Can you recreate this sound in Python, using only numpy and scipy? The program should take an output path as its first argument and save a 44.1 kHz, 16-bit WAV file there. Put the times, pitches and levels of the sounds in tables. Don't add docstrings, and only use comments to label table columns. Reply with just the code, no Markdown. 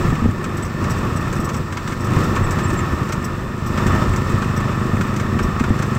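import sys
import numpy as np
from scipy import signal
from scipy.fft import rfft, irfft, next_fast_len
from scipy.io import wavfile
from scipy.ndimage import uniform_filter1d

SR = 44100
rng = np.random.default_rng(int(sys.argv[2]) if len(sys.argv) > 2 else 0)


def output_pcm(signal):
    pcm = np.clip(np.atleast_2d(signal).T, -1, 1) * 32767
    wavfile.write(sys.argv[1], SR, np.round(pcm).astype(np.int16))


N = 263718
TIME = np.arange(N) / SR

# (time [s], firings [1/s])
ENGINE_SPEED = [(0, 24.55), (1, 24.66), (3, 24.7), (3.4, 24.78), (3.9, 25.1), (4.6, 25.22), (5, 25.4),
                (5.98, 25.3)]
# (time [s], level [dB])
FRAME_SHAKE = [(0.0, -27.5), (0.32, -34), (0.6, -31.5), (0.76, -34), (0.82, -29), (1.61, -32),
               (1.64, -35.5), (1.93, -33.5), (1.95, -35), (2.17, -25.5), (2.26, -27), (2.93, -29.5),
               (3.58, -35.5), (3.9, -24), (4.03, -25.5), (4.07, -29), (5.54, -30), (5.56, -30)]
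# (frequency [Hz], level [dB])
WIND_TONE = [(10, -12), (25, 12.5), (50, 13.5), (75, 11.5), (130, 7), (400, -44)]
HISS_TONE = [(1200, -2.5), (2800, 7.5), (4300, 6.5), (5700, 6), (6700, 1.5), (7500, 7.5), (8200, 4),
             (10200, -7.5), (14200, 1.5), (16000, 5)]
RUMBLE_TONE = [(25, -29), (60, -11.5), (80, -4.5), (91, 8), (104, -5.5), (160, -0.5), (200, -10), (230, -5),
               (275, -12), (350, -6.5), (440, -17), (500, -15.5), (700, -29), (1200, -45)]
WHIRR_TONE = [(200, -23), (450, -3.5), (600, 1), (760, -0.5), (1000, 2), (1350, 0), (1560, -7.5),
              (2100, -8.5), (2700, -8.5), (3300, -19), (6000, -32)]
# (time [s], level above the breeze [dB])
GUSTS = [(.09, 15), (2.46, 9), (2.72, 1), (2.92, 11), (3.74, 6), (4.1, 15.5), (5.45, 13)]
# (time [s], strength [dB])
ROAD_JOINTS = [(0.047, -6), (0.124, -1), (0.221, -5.5), (0.243, -3), (0.256, 2.5), (0.286, -3),
               (1.393, -7.5), (2.118, -8), (2.166, -2.5), (3.878, -9), (3.928, -7), (4.339, -4.5),
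               (4.944, -6), (4.999, -5), (5.351, -5), (5.609, -4.5), (5.705, -1.5)]
# (pitch [Hz], level [dB], time to fade by 60 dB [s])
CAB_NOTES = [(60, -37, .07), (100.3, 2, 0.11), (162, -6.5, 0.096), (234, 0.5, 0.052), (475, -12, 0.027),
             (760, -15.5, .025)]
# (time [s], length [s], start pitch [Hz], end pitch [Hz], level [dB])
SQUEAKS = [(2.42, 0.056, 7850, 7780, -35), (2.622, 0.056, 7750, 7420, -31.5),
           (2.662, 0.051, 8600, 8300, -37), (2.754, 0.068, 7870, 6960, -32.5)]
# (time [s], strength [dB])
JINGLES = [(0.5687, -33), (0.6244, -36), (0.6495, -35.5), (0.9043, -29.5), (0.9772, -37), (1.161, -33),
           (1.2092, -38), (1.3548, -32), (1.3996, -32), (1.4446, -29), (1.5334, -35), (1.5644, -35),
           (2.0058, -37), (2.0427, -31.5), (2.234, -32.5), (2.511, -31), (2.7294, -33), (3.1224, -36),
           (3.243, -27), (3.6634, -31), (4.5644, -31), (5.4271, -30)]
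# (time [s], strength [dB], brightness or extra clink over clack [dB])
KNOCKS = [(0.442, -29, 4), (0.84, -30, 2), (0.8978, -29.5, 11), (1.327, -28, 5), (1.491, -28, 3),
          (1.543, -29.5, 6), (1.724, -30.5, 4), (1.7707, -28.5, -4), (1.8756, -27.5, -0.5),
          (1.922, -30.5, -1), (2.361, -26, 0), (2.508, -29, 10), (2.587, -29, 0), (2.7023, -30.5, 9),
          (3.09, -31.5, 5), (3.1228, -23.5, 6.5), (3.775, -26, -2), (3.866, -26, 6), (4.161, -28.5, 12),
          (4.4215, -29.5, -1), (5.01, -27, -3), (5.163, -28, 6), (5.198, -29, 4), (5.3897, -29.5, -4.5),
          (5.596, -27, 1), (5.639, -30, -3.5), (5.7897, -30, 2), (5.823, -26, 3.5)]
# (pitch [Hz], width [Hz], level [dB])
STEEL_NOTES = [(5680, 450, -6.5), (7976, 120, -1), (10340, 91, -7.5), (12000, 130, -8), (12700, 160, -7),
               (14700, 160, -6)]
CLACK_NOTES = [(1160, 290, 17.5), (2100, 170, 1), (2160, 150, 10), (2500, 52, 8)]
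CLINK_NOTES = [(3680, 900, -31.5), (4700, 320, -47.5), (6070, 430, 20), (7370, 2000, 21.5),
               (8100, 440, -4.5), (13700, 2200, 13)]
HOLLOW_NOTES = [(1440, 130, 4), (1578, 37, 9), (1680, 110, -27)]
CASING_NOTES = [(600, 50, -10), (980, 80, -9), (1125, 80, -2), (1250, 80, -1), (1345, 70, -8),
                (1590, 40, -15), (1770, 50, -4), (1850, 70, -8), (2540, 100, -16), (3560, 100, -20),
                (5370, 140, -24)]
SILENCER_NOTES = [(99, 22, -6.5), (125.8, 6, -3), (143, 106, -2.5), (199.8, 15, 2), (375.3, 13.3, -1),
                  (453, 42, -7)]
# (frequency [Hz], level [dB])
MIC_OPENING = [(8300, -0.5), (8900, -8), (10000, -11), (11500, -9.5), (14000, -5.5), (16000, -12)]

# (base level [dB], change per dB of shake [dB], change per extra firing a second [dB])
WIND_SWELL, HISS_SWELL, RUMBLE_SWELL = (-30, 0.78, 0), (-41.5, 0.84, 0), (-23, 0.95, -1.5)
WHIRR_SWELL, EXHAUST_SWELL = (-29, 0.9, 0), (-24, 0.86, 3.3)


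def from_db(db):
    return 10 ** (np.asarray(db) / 20)


def unit_level(x):
    return x / np.sqrt(np.mean(x ** 2) + 1e-20)


def steady(x, window_s):
    return x / np.sqrt(uniform_filter1d(x * x, int(window_s * SR)) + 1e-9)


def drift(rate_hz):
    step, warm_up = 40, 2000
    r = np.exp(-2 * np.pi * step * rate_hz / SR)
    slow = signal.lfilter([1], [1, -2 * r, r * r], rng.standard_normal(N // step + warm_up + 2))
    slow = unit_level(slow[warm_up:])
    return np.interp(np.arange(N) / step, np.arange(len(slow)), slow)


def colour(x, tone):
    hz, db = np.transpose(tone)
    size = next_fast_len(N + SR // 10)
    bins = np.maximum(np.fft.rfftfreq(size, 1 / SR), 1)
    gain = from_db(np.interp(np.log(bins), np.log(hz), db))
    return irfft(rfft(x, size) * gain, size)[:N]


def noise(tone):
    return unit_level(colour(rng.standard_normal(N), tone))


def band(x, low_hz, high_hz):
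    return signal.sosfilt(signal.butter(2, [low_hz, high_hz], "band", fs=SR, output="sos"), x)


def resonate(forces, notes):
    sound, power = 0, 0
    for force, (hz, width, db) in zip(np.broadcast_to(forces, (len(notes), N)), notes):
        r = np.exp(-np.pi * width / SR)
        gain = from_db(db) * (1 - r * r) / 2
        feedback = [1, -2 * r * np.cos(2 * np.pi * hz / SR), r * r]
        sound = sound + signal.lfilter([gain, 0, -gain], feedback, force + 1e-18)
        power += gain * from_db(db)
    return sound / np.sqrt(power)


def clicks(times, db):
    sound = np.zeros(N)
    sound[np.clip(np.round(np.asarray(times) * SR).astype(int), 0, N - 1)] = from_db(db)
    return sound


def buzz(hits, fade_s):
    loudness = signal.lfilter([1], [1, -from_db(-60 / (fade_s * SR))], hits + 1e-18)
    return loudness * rng.standard_normal(N)


def chatter(times, db, fade_s, bounce_s, bounce_db):
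    again = times + bounce_s * rng.uniform(0.3, 0.93, len(times))
    return buzz(clicks(times, db) + clicks(again, db + bounce_db), fade_s)


def wind(gust_half_s, breeze_swing_db):
    gusts = sum(from_db(db) * np.exp(-((TIME - at) / gust_half_s) ** 2) for at, db in GUSTS)
    breeze = from_db(breeze_swing_db * drift(8.4))
    return np.hypot(breeze, gusts) * steady(noise(WIND_TONE), window_s=0.09)


def hiss(waver_db):
    return from_db(waver_db * drift(3.3)) * noise(HISS_TONE)


def ticking(per_s, spread_db, clack_db):
    times = TIME[rng.random(N) < per_s / SR]
    force = buzz(clicks(times, spread_db * rng.uniform(-1, 1, len(times))), fade_s=0.036)
    return unit_level(resonate(force, CLINK_NOTES) + from_db(clack_db) * resonate(force, CLACK_NOTES))


def squeaks(waver):
    sound, wobble = 0, 1 + waver * drift(120)
    for start, length, start_hz, end_hz, db in SQUEAKS:
        progress = np.clip((TIME - start) / length, 0, 1)
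        hz = (start_hz + (end_hz - start_hz) * progress) * wobble
        loudness = from_db(db) * np.sin(np.pi * progress) ** 2
        sound = sound + loudness * np.sin(2 * np.pi * np.cumsum(hz) / SR)
    return sound


def jingles(level_db, vary_db):
    times, db = np.transpose(JINGLES)
    forces = []
    for _ in STEEL_NOTES:
        note_db = db + level_db + vary_db * rng.standard_normal(len(times))
        forces.append(chatter(times, note_db, fade_s=0.058, bounce_s=0.013, bounce_db=-3.5))
    return resonate(forces, STEEL_NOTES)


def rattles(clink_db, clack_db, hollow_db):
    times, db, bright_db = np.transpose(KNOCKS)
    clink = chatter(times, db + bright_db / 2 + clink_db, fade_s=0.079, bounce_s=0.0071, bounce_db=-21)
    clack = chatter(times, db - bright_db / 2 + clack_db, fade_s=0.057, bounce_s=0.0091, bounce_db=-9.5)
    ring = chatter(times, db - 0.84 * bright_db + hollow_db, fade_s=0.048, bounce_s=0.01, bounce_db=-12)
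    return resonate(clink, CLINK_NOTES) + resonate(clack, CLACK_NOTES) + resonate(ring, HOLLOW_NOTES)


def road_thumps(vary_db):
    times, db = np.transpose(ROAD_JOINTS)
    sound = 0
    for k, (hz, note_db, fade_s) in enumerate(CAB_NOTES):
        hit_db = db + note_db + vary_db * rng.standard_normal(len(times))
        force = (-1) ** k * clicks(times, hit_db)
        r, angle = from_db(-60 / (fade_s * SR)), 2 * np.pi * hz / SR
        feedback = [1, -2 * r * np.cos(angle), r * r]
        sound = sound + signal.lfilter([0, np.sin(angle)], feedback, force + 1e-18)
    return sound


def cab_rumble():
    return steady(noise(RUMBLE_TONE), window_s=0.1)


def gear_whirr(cycles, whirr_db, pulse_db, flutter_db):
    pulse = sum(np.cos(2 * np.pi * 2 ** k * cycles) / np.sqrt(k + 1) for k in range(3)) / 1.5
    clatter = [band(rng.standard_normal(N), hz / 1.4, hz * 1.4) for hz, _, _ in CASING_NOTES]
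    whirr = resonate(clatter, CASING_NOTES) + from_db(whirr_db) * noise(WHIRR_TONE)
    return whirr * from_db(pulse_db * pulse + flutter_db * drift(33))


def exhaust(cycles, uneven_db, weak_share, weak_db, echo_s, echo_gain):
    times = TIME[1:][np.diff(np.floor(cycles)) > 0]
    db = uneven_db * rng.standard_normal(len(times))
    db += weak_db * (rng.random(len(times)) < weak_share)
    puffs = clicks(times, db) + echo_gain * clicks(times + echo_s, db)
    return unit_level(resonate(band(puffs, low_hz=82, high_hz=302), SILENCER_NOTES))


def swell(settings, shake_db, extra_firings):
    base_db, per_shake, per_firing = settings
    return from_db(base_db + per_shake * shake_db + per_firing * extra_firings)


def scene():
    speed = np.interp(TIME, *np.transpose(ENGINE_SPEED))
    shake_db = np.interp(TIME, *np.transpose(FRAME_SHAKE))
    ride = shake_db - shake_db.mean(), speed - speed.mean()
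    cycles = np.cumsum(speed) / SR - 0.015 * speed[0]
    thuds = exhaust(cycles, uneven_db=1, weak_share=0.11, weak_db=-11, echo_s=0.0082, echo_gain=0.36)
    whirr = gear_whirr(cycles, whirr_db=-4.5, pulse_db=0.5, flutter_db=0.81)
    engine = swell(EXHAUST_SWELL, *ride) * thuds + swell(WHIRR_SWELL, *ride) * whirr
    cab = swell(RUMBLE_SWELL, *ride) * cab_rumble() + from_db(-7) * road_thumps(vary_db=2)
    loose_parts = rattles(clink_db=-8, clack_db=3, hollow_db=1.5)
    loose_parts += jingles(level_db=-1, vary_db=2) + squeaks(waver=0.022)
    ticks = from_db(-1.5) * ticking(per_s=50, spread_db=11, clack_db=11)
    background = swell(HISS_SWELL, *ride) * (ticks + hiss(waver_db=1.35))
    background += swell(WIND_SWELL, *ride) * wind(gust_half_s=0.027, breeze_swing_db=2)
    return (background + loose_parts + cab + engine)[None]


def record(dry):
    heard = colour(dry[0], MIC_OPENING)[None]
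    return signal.sosfilt(signal.ellip(12, 0.2, 90, 15750, fs=SR, output="sos"), heard)


dry = scene()
out = record(dry)
output_pcm(out)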